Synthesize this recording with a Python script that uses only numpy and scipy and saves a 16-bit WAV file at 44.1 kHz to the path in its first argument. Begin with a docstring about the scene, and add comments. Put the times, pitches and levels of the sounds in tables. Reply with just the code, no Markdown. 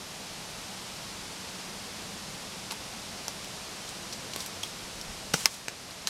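"""Dry twigs and leaf stalks tick and snap as someone shifts their footing on a wooded slope.
A step lands with a thud, the litter rustles and a stick breaks close by: bursts of noise ring each body.
Under this lie the steady hiss of the forest, made of coloured noise, and a camera's faint hum and whine.
Bumps of the hand rumble; the camera's gain control ducks after the break and recovers slowly."""
import sys
import numpy as np
from scipy import signal
from scipy.fft import rfft, irfft, next_fast_len
from scipy.io import wavfile

SR = 44100
rng = np.random.default_rng(int(sys.argv[2]) if len(sys.argv) > 2 else 0)


def generate_wav(sig):
    """Save sig (samples, or channels by samples) to the path in sys.argv[1] as 16-bit PCM at SR."""
    pcm = np.round(np.clip(np.atleast_2d(sig).T, -1, 1) * 32767).astype(np.int16)
    wavfile.write(sys.argv[1], SR, pcm)


N = 268877  # length of the scene in samples

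# Snapping twigs and stalks: start_s [s], level_db [dB], crumble_s [s], ring_hz [Hz], ring_db [dB],
# body_db [dB], brightness_db [dB]
TWIG_SNAPS = [ (2.7065, -38, .0018, 950, 5, 7, -12), (2.71, -30.5, .0045, 3600, 5, 1, -9),
              (2.7200, -35.5, .0008, 10000, 13, 4, 9), (2.7215, -34, .005, 900, 7, 11, -2),
              (3.2816, -27, 0.00095, 5900, 11, 7, 0.5), (3.4450, -39, .0015, 12500, 1, -14, -2),
              (3.8910, -38, .003, 8000, 3, -8, 0), (4.1257, -31.5, 0.01, 5700, 5, -6, -9),
              (4.3350, -32.5, 0.0045, 4450, 2, -13, -9), (4.3615, -29.5, .0024, 4400, 3, 9, 4),
              (4.4040, -31.5, .0049, 5900, 3, -1, -4), (4.4617, -35.5, 0.0027, 12500, 10, -6, 1),
              (4.6324, -30.5, .002, 6000, 9, -3, -4), (4.6354, -28.5, .0012, 3300, 17, 3, -2),
              (5.0130, -35.5, .0012, 5600, 14, -9, 3), (5.3367, -25.5, 0.0026, 5900, 5, -5, -1),
              (5.339, -23, 0.0049, 1350, 5, 1, -6), (5.3400, -23.5, 0.0052, 5950, 13, 6, -1),
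              (5.4566, -23, 0.00092, 2300, 8, -4, -4), (5.4597, -20.5, 0.0054, 1160, 8, 4, 1),
              (5.6830, -23.5, 0.0011, 2130, 3, 4, -9), (5.909, -37, .006, 4450, 7, -5, -9),
              (6.0725, -19.5, 0.00088, 4400, 11, -7, -12), (6.0750, -27, .0048, 1690, 19, 3, 5)]
# Colour shared by all dry twigs: pitch_hz [Hz], level_db [dB]
DRY_WOOD_COLOUR = [(60, -25), (250, -6), (600, -5.5), (1100, -1), (1600, 0), (2500, 0), (5500, -0.5),
                   (8000, -4), (12000, -9), (16000, -22.5)]
# The breaking stick, before its band filter: start_s [s], level_db [dB], crumble_s [s]
STICK_BREAK = (5.4576, -10, 0.00033)
# Resonances of the stick: pitch_hz [Hz], width_hz [Hz], level_db [dB]
STICK_MODES = [(920, 200, -1.5), (1230, 180, 1.5), (2190, 310, 3), (2660, 360, 4), (4130, 310, -8),
               (5270, 860, 10), (6470, 450, -11), (7500, 690, -8), (9200, 650, -16), (12100, 1000, -6)]
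# The footfall: start_s [s], level_db [dB], crumble_s [s]
FOOTFALL = (5.3413, -19, 0.0014)
# Resonances of a shoe on soft ground: pitch_hz [Hz], width_hz [Hz], level_db [dB]
GROUND_MODES = [(172, 45, -3), (320, 120, -11), (460, 69, -1.5), (820, 110, -7), (1140, 190, -14),
                (1420, 180, -21)]
# The sole pressing the leaves: fullest_pressure_s [s], level_db [dB], swell_s [s]
LEAF_PRESSES = [(3.9, -52, .03), (4.425, -42, 0.055), (4.65, -45, 0.017), (5.345, -35, .005),
                (5.42, -40.5, .03), (5.545, -40, 0.05), (6.085, -38, .008)]
# Colour of the leaf litter: pitch_hz [Hz], level_db [dB]
LEAF_COLOUR = [(200, -23), (1000, -7), (3000, -2), (6000, 1.5), (8500, -1), (12000, -8), (16000, -22)]
# Level of the forest hiss over time: time_s [s], level_db [dB]
HISS_LEVEL = [(0, -42), (.6, -41), (4.4, -41), (5.3, -41.5), (6.1, -40.6)]
# Colour of the forest hiss: pitch_hz [Hz], level_db [dB]
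HISS_COLOUR = [(20, -16), (50, -4.5), (100, 0), (200, 1), (300, -2.5), (750, -2), (1700, -6.5),
               (2900, -5.5), (5200, -5), (7000, -9), (9500, -12.5), (12000, -18.5), (14000, -28),
               (16000, -38)]
# Level of the camera's low hum over time: time_s [s], level_db [dB]
HUM_LEVEL = [(0, -57), (2.2, -52.5), (4.0, -57.5), (5.0, -54.5), (6.1, -67)]
# Colour of the hum: pitch_hz [Hz], level_db [dB]
HUM_COLOUR = [(110, -42), (160, -10.5), (182, -9), (189, -2), (198, -7), (230, -14.5), (300, -44),
              (3000, -86)]
# The hand bumping the camera: peak_s [s], level_db [dB]
HAND_BUMPS = [(4.845, -49), (4.965, -47), (5.095, -46), (5.18, -54), (5.25, -54), (5.335, -47), (5.45, -54)]
# Colour of the handling rumble: pitch_hz [Hz], level_db [dB]
RUMBLE_COLOUR = [(15, -17), (40, -3), (90, -13), (200, -17.5), (600, -34), (3000, -85)]

GRAIN = 8192  # length of one short sound in samples
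GAP_SHARE, GAP_TOP_HZ = 0.56, 1950  # a dip below each twig's ring: share of its ring pitch, and a ceiling
SETTLE_S = 0.044  # the leaves settle after each press
WHINE_HZ, WHINE_DB = 11795, -70.5
BUMP_SWELL_S, BUMP_FADE_S = 0.015, 0.023
GRIP_DB = -64.5  # steady rumble of the holding hand
CUTOFF_HZ = 15800  # the final filter removes what lies above


def twigs(ring_octaves=0.095, gap_octaves=0.28, gap_db=10, body_hz=1500, bright_hz=8000):
    """Each snapping twig has its own ring, a dip in level below it, and its own bass and treble."""
    out = np.zeros(N)
    hz = bins(GRAIN)
    wood = shape(DRY_WOOD_COLOUR, GRAIN)
    for start_s, level_db, crumble_s, ring_hz, ring_db, body_db, bright_db in TWIG_SNAPS:
        ring = ring_db / (1 + (np.log2(hz / ring_hz) / ring_octaves) ** 2)
        gap_hz = min(GAP_SHARE * ring_hz, GAP_TOP_HZ)
        gap = gap_db / (1 + (np.log2(hz / gap_hz) / gap_octaves) ** 2)
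        # thick twigs have more body, thin ones more treble
        body = body_db / (1 + (hz / body_hz) ** 4)
        brightness = bright_db / (1 + (bright_hz / hz) ** 4)
        snap = fracture(crumble_s, first=0.29)
        add(out, start_s, level_db, colour(snap, wood + ring - gap + body + brightness))
    return out


def stick(radiating_hz=650, bluntness_hz=11000):
    """The break rings the stick, too thin to radiate bass; its fibres tear in finite time, dulling the top."""
    crack = blow(STICK_BREAK, STICK_MODES, first=4.1)
    band = signal.butter(2, [radiating_hz, bluntness_hz], "band", fs=SR, output="sos")
    return signal.sosfilt(band, crack)


def footstep():
    """The shoe lands and sets the low resonances of the soft ground ringing: a thud."""
    return blow(FOOTFALL, GROUND_MODES, first=0.76)


def leaves():
    """Each press of the sole crackles through the litter, which then settles."""
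    pressure = sum(swell(s, db, swell_s, SETTLE_S) for s, db, swell_s in LEAF_PRESSES)
    return pressure * noise(LEAF_COLOUR, grain_db=3.5)


def forest_echo(x, near_db=-10, near_s=0.013, far_db=-21, far_s=0.044, delay_s=0.00334):
    """Ground and trunks scatter a sound into a short, thin tail of dying noise."""
    t = np.arange(2 * GRAIN) / SR
    echo = np.zeros(len(t))
    for db, decay_s in ((near_db, near_s), (far_db, far_s)):
        tail = rng.standard_normal(len(t)) * np.exp(-t / decay_s)
        tail *= t > delay_s  # the first reflection takes time to arrive
        echo += from_db(db) * tail / np.linalg.norm(tail)
    return signal.fftconvolve(x, echo)[:N]


def forest_hiss():
    """Coloured noise whose level drifts a little makes the steady hiss of the forest."""
    return gain_curve(HISS_LEVEL) * noise(HISS_COLOUR)


def camera(waver_db=2.5, waver_rad=0.9):
    """A lumpy hum of narrow noise, a thin wavering whine and the rumble of the holding hand."""
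    hum = gain_curve(HUM_LEVEL) * noise(HUM_COLOUR)
    phase = 2 * np.pi * WHINE_HZ * np.arange(N) / SR + waver_rad * drift(12)
    whine_gain = from_db(WHINE_DB + waver_db * drift(14))
    whine = whine_gain * np.sqrt(2) * np.sin(phase)
    bumps = sum(swell(s, db, BUMP_SWELL_S, BUMP_FADE_S) for s, db in HAND_BUMPS)
    handling = (from_db(GRIP_DB) + bumps) * noise(RUMBLE_COLOUR)
    return hum + whine + handling


def fracture(crumble_s, first=0.6, grain_db=2.5):
    """One fibre gives way, then a dying shower of smaller ones."""
    t = np.arange(GRAIN) / SR
    sizes = from_db(grain_db * np.minimum(rng.exponential(1, GRAIN), 4))
    shower = rng.standard_normal(GRAIN) * sizes * np.exp(-t / crumble_s)
    shower /= np.linalg.norm(shower)
    shower[0] = first
    return shower


def resonate(force, modes):
    """The force rings several damped resonances side by side; a wider one dies sooner."""
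    out = np.zeros(GRAIN)
    for hz, width_hz, db in modes:
        r = np.exp(-np.pi * width_hz / SR)
        feed = np.array([1, 0, -1]) * (1 - r * r) / 2
        feedback = [1, -2 * r * np.cos(2 * np.pi * hz / SR), r * r]
        out += from_db(db) * signal.lfilter(feed, feedback, force)
    return out


def blow(event, modes, first):
    """A single fracture sets a body ringing."""
    start_s, level_db, crumble_s = event
    out = np.zeros(N)
    add(out, start_s, level_db, resonate(fracture(crumble_s, first), modes))
    return out


def swell(peak_s, level_db, swell_s, fade_s):
    """A gain that builds smoothly to its peak, then dies away."""
    t = np.arange(N) / SR - peak_s
    rise = (np.minimum(t, 0) / swell_s) ** 2
    fall = np.maximum(t, 0) / fade_s
    return from_db(level_db) * np.exp(-rise - fall)


def add(out, start_s, level_db, sound):
    """Place a short sound; its level is its energy spread over 4 ms."""
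    at = int(start_s * SR)
    sound = sound * from_db(level_db) * np.sqrt(0.004 * SR / np.sum(sound ** 2))
    out[at:at + GRAIN] += sound[:N - at]


def noise(points, grain_db=0):
    """Coloured noise of rms 1; uneven grain sizes make it crackle."""
    sizes = from_db(grain_db * np.minimum(rng.exponential(1, N), 6))
    size = 2 * next_fast_len(N // 2 + GRAIN)
    return rms_one(colour(rng.standard_normal(N) * sizes, shape(points, size)))


def drift(rate):
    """Slow random wander of spread about 1, with `rate` random points per second."""
    knots = rng.standard_normal(1000)
    return np.interp(np.arange(N) / SR * rate, np.arange(len(knots)), knots)


def colour(x, db):
    """Minimum-phase filter with the given dB per frequency: nothing sounds before its cause."""
    size = 2 * (len(db) - 1)
    cepstrum = irfft(np.log(from_db(db)))
    # fold the backward half of the response onto the forward half
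    cepstrum[1:size // 2] *= 2
    cepstrum[size // 2 + 1:] = 0
    return irfft(rfft(x, size) * np.exp(rfft(cepstrum)))[:len(x)]


def shape(points, size):
    """Rows of (Hz, dB) joined on a log-frequency axis."""
    hz, db = np.transpose(points)
    return np.interp(np.log(bins(size)), np.log(hz), db)


def bins(size):
    """Frequencies of a spectrum in Hz, kept above zero."""
    return np.maximum(np.fft.rfftfreq(size, 1 / SR), 1)


def gain_curve(rows):
    """Rows of (s, dB) as a gain per sample."""
    return from_db(np.interp(np.arange(N) / SR, *np.transpose(rows)))


def rms_one(x):
    """Scale to rms 1."""
    return x / np.sqrt(np.mean(x ** 2) + 1e-20)


def from_db(db):
    """Decibels to gain."""
    return 10 ** (np.asarray(db) / 20)


def scene(close_wet_db=-9):
    """All sources reach one microphone; the stick and the step, close by, echo least."""
    ticks = twigs()
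    close = stick() + footstep()
    echo = forest_echo(ticks + from_db(close_wet_db) * close)
    mono = ticks + close + echo + leaves() + forest_hiss() + camera()
    return np.array([mono, mono])


def gain_control(x, threshold_db=-6, depth_db=4.0, release_db_per_s=2.5, attack_s=0.0018):
    """A loud peak quickly pulls the gain down; it creeps back up."""
    peak_db = 20 * np.log10(np.abs(x).max(axis=0) + 1e-9)
    over = np.clip(peak_db - threshold_db, 0, depth_db)
    # hold the largest cut so far, letting it shrink at the release rate
    creep = release_db_per_s * np.arange(N) / SR
    held = np.maximum.accumulate(over + creep) - creep
    r = np.exp(-1 / (attack_s * SR))
    cut_db = signal.lfilter([1 - r], [1, -r], held)
    return x * from_db(-cut_db)


def record(dry):
    """Gain control, then peaks beyond full scale are flattened, then the top is cut."""
    limited = np.clip(gain_control(dry), -1, 1)
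    low_pass = signal.ellip(10, 0.2, 80, CUTOFF_HZ, fs=SR, output="sos")
    return signal.sosfilt(low_pass, limited)


dry = scene()
out = record(dry)
generate_wav(out)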